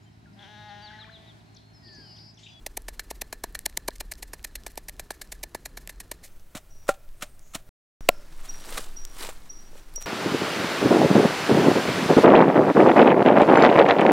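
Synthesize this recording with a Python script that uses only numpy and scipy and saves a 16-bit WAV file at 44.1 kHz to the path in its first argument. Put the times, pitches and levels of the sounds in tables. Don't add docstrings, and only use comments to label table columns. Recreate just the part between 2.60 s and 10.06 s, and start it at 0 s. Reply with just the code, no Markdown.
import sys
import numpy as np
from scipy import signal
from scipy.io import wavfile
from scipy.ndimage import uniform_filter1d

SR = 44100
rng = np.random.default_rng(int(sys.argv[2]) if len(sys.argv) > 2 else 0)


def transcribe(u):
    v = np.clip(np.atleast_2d(u).T, -1, 1)
    q = np.round(v * 32767).astype(np.int16)
    wavfile.write(sys.argv[1], SR, q)


def volts_from_decibels(level):
    exponent = np.asarray(level, float) / 20
    return 10 ** exponent


N = 328969
SLOW_FROM_S, FAST = 3.631, 3
GRIND_FROM_S = 5.7

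# start in seconds, end in seconds.
SILENCE = (5.0915, 5.4085)

# time in seconds, crunch level in dB, thud level in dB, ring
# level in dB, time the food takes to give way in ms.
EVEN_BLOWS = [(0.0654, -26.5, -31.5, -62, 3), (0.1746, -25, -26, -58, 6), (0.2849, -31.5, -31, -30, 3),
              (0.3958, -29.5, -36.5, -25, 2.4), (0.5111, -30.5, -25.5, -50, 8.5),
              (0.6191, -26.5, -29, -32, 6.5), (0.7285, -32, -28.5, -27.5, 3), (0.8396, -26, -22, -29, 3.5),
              (0.9526, -30, -45, -23, 5), (1.0630, -19, -26.5, -36, 7), (1.1744, -22.5, -28.5, -39, 4.5),
              (1.2847, -24.5, -18, -25, 7), (1.4093, -29.5, -30.5, -28.5, 8.5), (1.521, -29, -42, -35, 7),
              (1.6288, -32, -37.5, -42, 5.3), (1.7352, -33, -31.5, -33, 3.5),
              (1.8485, -26.5, -38.5, -29, 6.5), (1.9567, -27.5, -44, -34, 3.5),
              (2.0655, -31.5, -31, -33, 2), (2.176, -31, -26.5, -58, 2), (2.286, -31.5, -41, -47, 3),
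              (2.3965, -29, -35, -30.5, 1.5), (2.5068, -30.5, -25, -25, 2),
              (2.6171, -31.5, -46, -33.5, 3.5), (2.7246, -32.5, -42, -34.5, 8),
              (2.8375, -27, -32.5, -49, 7), (2.9485, -32, -23, -33, 2.5), (3.0601, -32, -36.5, -32.5, 7.5),
              (3.1748, -38, -36.5, -31.5, 5.5), (3.296, -34.5, -45, -38, 4), (3.404, -33.5, -40.5, -40, 4),
              (3.516, -27, -29, -36, 3)]
# time in seconds, crunch level in dB, thud level in dB,
# ring level in dB, time the food takes to give way in ms.
STRIKES = [
    (3.645, -43.5, -62, -64, 14),
    (3.951, -34, -31.5, -40, 1),
    (4.293, -24.5, -33, -8.5, 8.5),
    (4.6253, -27, -37, -62, 4),
    (4.951, -25.5, -32, -43, 5.5),
    (5.4899, -11, -31, -2.5, 2.8),
]
HITS = EVEN_BLOWS + STRIKES
# time in seconds, level in dB, 15 dB
# rise in ms, 15 dB fall in ms.
BURSTS = [(2.295, -35, 1.5, 3), (1.098, -46, 3, 4), (1.36, -46, 8, 8), (2.157, -45, 1, 2),
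          (2.519, -40, 2, 3), (0.9915, -27, .9, .9), (3.2752, -31, .8, .8), (3.976, -39, 17, 14),
          (4.272, -49, 4, 2), (4.283, -35, 4.5, 9), (4.615, -44.5, 7, 15), (4.663, -55.5, 30, 31),
          (4.988, -54.5, 50, 26), (4.941, -41.5, 6.5, 16), (4.326, -51.5, 7.5, 2), (4.342, -47.5, 4, 14),
          (7.42, -44.5, 18, 38), (4.311, -37.5, 19, 15), (5.49, -6, 1.5, 0.5), (5.853, -47, 17, 39),
          (6.179, -26.5, 7, 11.5), (6.691, -34, 2, 16), (6.861, -50.5, 8, 5), (7.182, -51, 41, 42)]
# frequency in Hz, density in dB per Hz.
CRUNCH_FAST = [(350, -31), (600, -1), (1420, -30.5), (1750, 1.5), (3300, -10), (4120, -3), (4610, -5),
               (8720, -4.5), (14400, -7.5), (16500, -38)]
# frequency in Hz, density in dB per Hz.
CRUNCH_SLOW = [(350, -38), (600, 3), (966, -8.5), (1230, -0.5), (1660, -6), (2680, -6.5), (4260, -7.5),
               (4680, -13), (7430, -8.5), (15500, -20.5)]
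# frequency in Hz, density in dB per Hz.
CRACK = [(940, -31), (1600, -10.5), (2630, -3), (3580, -10), (4270, -5.5), (6110, -24), (7280, -6),
         (9370, -22), (15400, -16.5), (16300, -28.5)]

# frequency in Hz, level in dB, 60 dB decay in seconds.
THUD = [(140, -7, .045), (225, 0, .045), (290, 3, .04)]
# frequency in Hz, level in dB, 60 dB decay in seconds.
FULL_RING = [(576, 0, .038), (775, -14, .1), (1040, -8, .02), (1365, -11, .055), (1395, -11, .055),
             (1857, -22, .04), (2450, -22, .02)]
# frequency in Hz, level in dB, 60 dB decay in seconds.
BARE_RING = [(590, -2, .028), (690, 0, .026), (1050, -2, .016), (1357, -11, .028), (2450, -5, .007),
             (4070, -10, .004), (5300, -4, .004), (7500, -10, .003)]
# time in seconds, peak level in dB.
TAPS = [(6.123, -25.5), (6.177, -26), (6.193, -24), (6.64, -28), (6.689, -20), (7.131, -35), (7.155, -34),
        (7.379, -28.5)]

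# time in seconds, peak level in dB, centre frequency in Hz.
SNAPS = [(0.2204, -36.5, 7640), (0.9253, -43, 12000), (1.1268, -42, 2510), (1.3064, -35, 4460),
         (1.3603, -40, 4680), (1.3833, -37, 5560), (1.5374, -32, 5320), (1.5544, -39, 5700),
         (1.7944, -39.5, 2530), (1.8287, -36, 7870), (2.0358, -38.5, 4300), (2.0804, -33, 9190),
         (2.1186, -39, 11400), (2.6743, -42, 4430), (3.6794, -44, 2660), (3.7968, -46, 6170),
         (4.4897, -45, 4100), (4.794, -38.5, 8100), (4.8798, -46, 7350), (5.9444, -37, 1500),
         (5.9643, -45, 1320), (6.0861, -36, 7950), (6.1044, -39, 9100), (6.4512, -22, 7900),
         (6.9287, -46, 8510), (7.3392, -35, 8170), (7.3602, -22, 7960), (7.4106, -32, 12200),
         (7.4164, -30, 9910), (7.425, -24, 7240)]

HUSH_DB = (-57, -56.5, -53.5)
# frequency in Hz, density in dB per Hz.
HUSH_FAST = [(47, -36), (80, 3.5), (139, 4.5), (428, -2), (533, -8), (1410, -12.5), (1720, -17),
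             (2920, -18), (5780, -21), (6450, -21.5), (11500, -24.5), (15600, -28)]
# frequency in Hz, density in dB per Hz.
HUSH_SLOW = [(24, -29), (40, -2), (66, -8.5), (108, -11), (241, -23), (387, -22), (484, -27.5), (591, -25),
             (1080, -30), (1280, -29.5), (4460, -37.5), (15500, -37)]
# frequency in Hz, density in dB per Hz.
HUSH_LATE = [(24, -32), (40, -3.5), (64, -18), (96, -16.5), (229, -21.5), (325, -19.5), (522, -27.5),
             (1410, -28.5), (3220, -36), (5440, -36), (15500, -44)]
# time in seconds, level in dB.
WIND = [(0, -45), (1.4, -45), (2.4, -48), (3.62, -48), (3.64, -46), (4.4, -37), (5.1, -43), (5.4, -38),
        (6.0, -35), (6.7, -34), (7.0, -40), (7.46, -36)]

# start in seconds, end in seconds, centre in Hz, bandwidth in Hz, level in dB.
INSECTS = [(3.66, 3.84, 6150, 200, -77), (4.547, 4.784, 8700, 900, -69), (4.8, 4.97, 6600, 1300, -65),
           (5.49, 5.64, 5300, 500, -65)]
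# start in seconds, end in seconds, frequency in Hz, level in dB.
FAR_WHISTLE = (4.092, 4.275, 5762, -59.5)
# time in seconds, direct level in dB, echo level in dB.
CHIRPS = [
    (5.33, -85.5, -57.5),
    (5.884, -40, -47),
    (6.36, -44, -46.5),
    (6.891, -43, -45),
    (7.352, -36, -40),
]

# peak in seconds, peak level in dB, rise in dB per second,
# fall in dB per second.
STROKES = [
    (5.86, -59, 85, 55),
    (6.12, -48, 103, 78),
    (6.184, -44.5, 157, 263),
    (6.631, -39.5, 215, 174),
]
# frequency in Hz, density in dB per Hz.
GRIND_COLOUR = [(88, -36), (150, -4.5), (263, -2.5), (411, -2.5), (519, -5.5), (631, -4), (695, -2.5),
                (1220, -4), (2180, -7.5), (4140, -8.5), (6110, -12), (8170, -8), (15500, -18.5)]

# frequency in Hz, level in dB.
SIDE_DB = [(60, -42), (180, -23.5), (550, -15.5), (1650, -19.5), (4970, -15), (15000, -10.5)]


def evened(x):
    return x / np.sqrt(np.mean(x ** 2) + 1e-20)


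def read(points, hz):
    f, value = np.transpose(points)
    return np.interp(np.log(hz + 1), np.log(f + 1), value)


def follow(rows):
    s, value = np.transpose(rows)
    return np.interp(np.arange(N) / SR, s, value)


def add(mix, s, sound):
    part = mix[round(s * SR):][:len(sound)]
    part += sound[:len(part)]


def speed(s):
    return np.where(s < SLOW_FROM_S, FAST, 1)


def colour(x, spectrum):
    log_gain = np.log(volts_from_decibels(read(spectrum, abs(np.fft.fftfreq(4096, 1 / SR)))))
    response = np.exp(np.conj(signal.hilbert(log_gain)))
    taps = np.fft.ifft(response).real[:2048]
    return signal.oaconvolve(x, taps / np.linalg.norm(taps))[:len(x)]


def band(x, hz, width):
    return signal.lfilter(*signal.iirpeak(hz, hz / width, SR), x)


def drift(samples):
    once = uniform_filter1d(rng.standard_normal(N), int(samples))
    return evened(uniform_filter1d(once, int(samples)))


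def crackle(spread_db, grain):
    return evened(rng.standard_normal(N) * volts_from_decibels(spread_db * drift(grain)))


def modes(table, factor, detune, contact_ms, low_hz):
    t = np.arange(6000) / SR * factor
    ring = np.zeros(len(t))
    for (hz, db, t60), shift in zip(table, detune):
        ring += volts_from_decibels(db - 60 * t / t60) * np.sin(2 * np.pi * hz * shift * t)
    ring = np.convolve(ring, np.hanning(3 + int(contact_ms * SR / 1000 / factor)))
    ring = signal.sosfilt(signal.butter(2, low_hz * factor, "high", fs=SR, output="sos"), ring)
    return ring / abs(ring).max() * np.sqrt(2)


def give_ms(s, db, rise_ms):
    hard_db, hard_fall_ms, soft_ms_per_db, shorter_per_ms = -22, 5, .6, .55
    stretch = 1 if speed(s) > 1 else 2.2
    fall_ms = hard_fall_ms + soft_ms_per_db * (hard_db - db) - shorter_per_ms * rise_ms / stretch
    return rise_ms, stretch * max(fall_ms, 1.0)


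def crushing():
    t, level, cracks = np.arange(N) / SR, np.zeros(N), np.zeros(N)
    blows = [(s, db, *give_ms(s, db, ms)) for s, db, *_, ms in HITS]
    chance = rng.uniform(-1.6, 1, (len(HITS), 2))
    lifts = [(row[0] + 0.049 + 0.017 * a, -57 + 5 * b, 14, 18)
             for row, (a, b) in zip(HITS, chance) if speed(row[0]) > 1]
    for s, db, rise_ms, fall_ms in blows + BURSTS + lifts:
        near = slice(max(round((s - .06) * SR), 0), round((s + .25) * SR))
        ms = (t[near] - s) * 1000
        drop = np.where(ms < 0, abs(ms / rise_ms) ** 2.3, abs(ms / fall_ms) ** 1.2)
        burst = volts_from_decibels(db - 15 * drop)
        settle = volts_from_decibels(min(db, -17) - 31.5 - .5 * ms * speed(s)) * (ms > 0)
        level[near] = np.hypot(level[near], np.hypot(burst, settle))
        cracks[round(s * SR)] = -volts_from_decibels(db + 19 - .6 * (rise_ms + fall_ms))
    drive = crackle(spread_db=2.5, grain=12) * level + cracks
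    fast, bare = speed(t - .06) > 1, abs(t - HITS[-1][0]) < .2
    coloured = [colour(drive, spectrum) for spectrum in (CRUNCH_FAST, CRACK, CRUNCH_SLOW)]
    return volts_from_decibels(-1.5) * np.select([fast, bare, t > 0], coloured)


def wood():
    out, rolling = np.zeros(N), np.full(N, volts_from_decibels(-56.5))
    chance = rng.uniform(-0.55, 1, (len(HITS) + len(TAPS), 12))
    for (s, _, thud_db, ring_db, *_), c in zip(HITS, chance):
        factor = speed(s)
        thud = modes(THUD, factor, 1 + .12 * c, contact_ms=2.6, low_hz=100)
        add(out, s + .001, volts_from_decibels(thud_db) * thud)
        ring, early = (FULL_RING, 0.002353 / factor) if s < SILENCE[0] else (BARE_RING, .0004)
        detune = 1 + 0.026 * (factor - 1) * c[4:]
        add(out, s - early, volts_from_decibels(ring_db) * modes(ring, factor, detune, contact_ms=.2, low_hz=300))
        add(rolling, s - early, volts_from_decibels(0.37 * ring_db - 28 - 80 * factor * np.arange(8000) / SR))
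    for (s, db), c in zip(TAPS, chance[len(HITS):]):
        add(out, s, volts_from_decibels(db - 9) * modes(BARE_RING, 0.836, 1 + 0.1 * c, contact_ms=0.22, low_hz=300))
    rub = rng.standard_normal(N) * rolling * volts_from_decibels(3.5 * drift(250))
    hum_modes = ((582, 0), (1375, -8), (2450, -19))  # Hz, dB
    hums = [sum(volts_from_decibels(db) * band(rub, hz * k, 40 * k) for hz, db in hum_modes) for k in (FAST, 1)]
    return out + np.where(speed(np.arange(N) / SR) > 1, *hums)


def snaps():
    out, t = np.zeros(N), np.arange(120) / SR
    when, size, pitch = rng.random((3, 24))
    low_hz, high_hz = 3000, 9000
    faint_db = -55 + 8 * (2 * size - 1)
    faint_hz = low_hz * (high_hz / low_hz) ** pitch
    every = SNAPS + list(zip(when * SLOW_FROM_S, faint_db, faint_hz))
    for (s, db, hz), noise in zip(every, rng.standard_normal((len(every), 120))):
        click = band(noise * np.exp(-t / 0.00029), hz, .5 * hz)
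        add(out, s, volts_from_decibels(db + 0.5) * click / abs(click).max())
    return out


def air():
    t = np.arange(N) / SR
    fast = speed(t) > 1
    rustle = crackle(spread_db=1.0, grain=30) * volts_from_decibels(1.0 * drift(500))
    spectra = (HUSH_FAST, HUSH_SLOW, HUSH_LATE)
    hushes = [volts_from_decibels(db) * colour(rustle, spectrum) for db, spectrum in zip(HUSH_DB, spectra)]
    hush = np.select([fast, t < SILENCE[0], t > 0], hushes)
    noise, gusts = rng.standard_normal(N), []
    for k in (FAST, 1):
        low = signal.butter(3, 17 * k, fs=SR, output="sos")
        gusts.append(evened(signal.sosfilt(low, band(noise, 13 * k, 14 * k))))
    return hush + np.where(fast, *gusts) * volts_from_decibels(follow(WIND))


def insects():
    out = np.zeros(N)
    for start, end, hz, width, db in INSECTS:
        noise = rng.standard_normal(round((end - start) * SR))
        buzz = band(band(noise, hz, width), hz, width)
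        add(out, start, volts_from_decibels(db) * evened(buzz) * signal.windows.tukey(len(buzz), .3))
    return out


def bird():
    out = np.zeros(N)
    t = np.arange(round(0.028 * SR)) / SR
    glide_hz = 5770 - 540 * np.exp(-t / .005)
    whistle = np.sin(2 * np.pi * np.cumsum(glide_hz) / SR) * np.hanning(len(t))
    late = np.arange(round(.4 * SR)) / SR
    for (s, direct_db, echo_db), noise in zip(CHIRPS, rng.standard_normal((len(CHIRPS), len(late)))):
        echoes = band(np.convolve(whistle, noise * volts_from_decibels(-60 * late / .6)), 5680, 177)
        add(out, s, volts_from_decibels(direct_db + 8.5) * whistle)
        add(out, s + 0.0084, volts_from_decibels(echo_db + 3) * echoes / np.linalg.norm(whistle))
    start, end, hz, db = FAR_WHISTLE
    t = np.arange(start, end, 1 / SR)
    flutter = 1 + .45 * evened(band(rng.standard_normal(len(t)), 60, 90))
    fade = volts_from_decibels(db - 20 * (t - start)) * signal.windows.tukey(len(t), .2)
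    add(out, start, flutter * fade * np.sin(2 * np.pi * hz * t))
    return out


def pressure():
    t = np.arange(N) / SR
    strokes = sum(volts_from_decibels(db - np.where(t < s, rise, fall) * abs(t - s)) for s, db, rise, fall in STROKES)
    rest = volts_from_decibels(-71.5)
    return (strokes + rest) * (t > GRIND_FROM_S)


def grinding():
    out, jerks = np.zeros(N), volts_from_decibels(1.2 * drift(150))
    layers = ((900, "low", 60), ([900, 2500], "band", 40), ([2500, 6000], "band", 24), (6000, "high", 14))
    for hz, kind, grain in layers:
        grit = crackle(spread_db=3.4, grain=grain) * volts_from_decibels(2.0 * drift(300)) * jerks
        out += signal.sosfilt(signal.butter(2, hz, kind, fs=SR, output="sos"), grit)
    return colour(out * pressure() * volts_from_decibels(4), GRIND_COLOUR)


def scene():
    t, crush = np.arange(N) / SR, crushing()
    fast = speed(t) > 1
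    mix = crush * ~fast + wood() + snaps() + air() + insects() + bird() + grinding()
    mix = signal.sosfilt(signal.ellip(10, .5, 70, 15900, fs=SR, output="sos"), mix) + crush * fast
    heard = (t < SILENCE[0]) | (t > SILENCE[1])
    return np.tile(mix * heard, (2, 1))


def band_limit(x):
    return signal.sosfilt(signal.butter(12, 16830, fs=SR, output="sos"), x)


def record(dry):
    hz, _, z = signal.stft(dry[0], SR, nperseg=256)
    size = np.minimum(abs(z), volts_from_decibels(-65)) * volts_from_decibels(read(SIDE_DB, hz))[:, None]
    scrambled = size * np.exp(2j * np.pi * rng.random(z.shape))
    side = signal.istft(scrambled, SR, nperseg=256)[1][:N]
    return band_limit(np.clip(dry + np.outer([1, -1], side), -1, 1))


dry = scene()
out = record(dry)
transcribe(out)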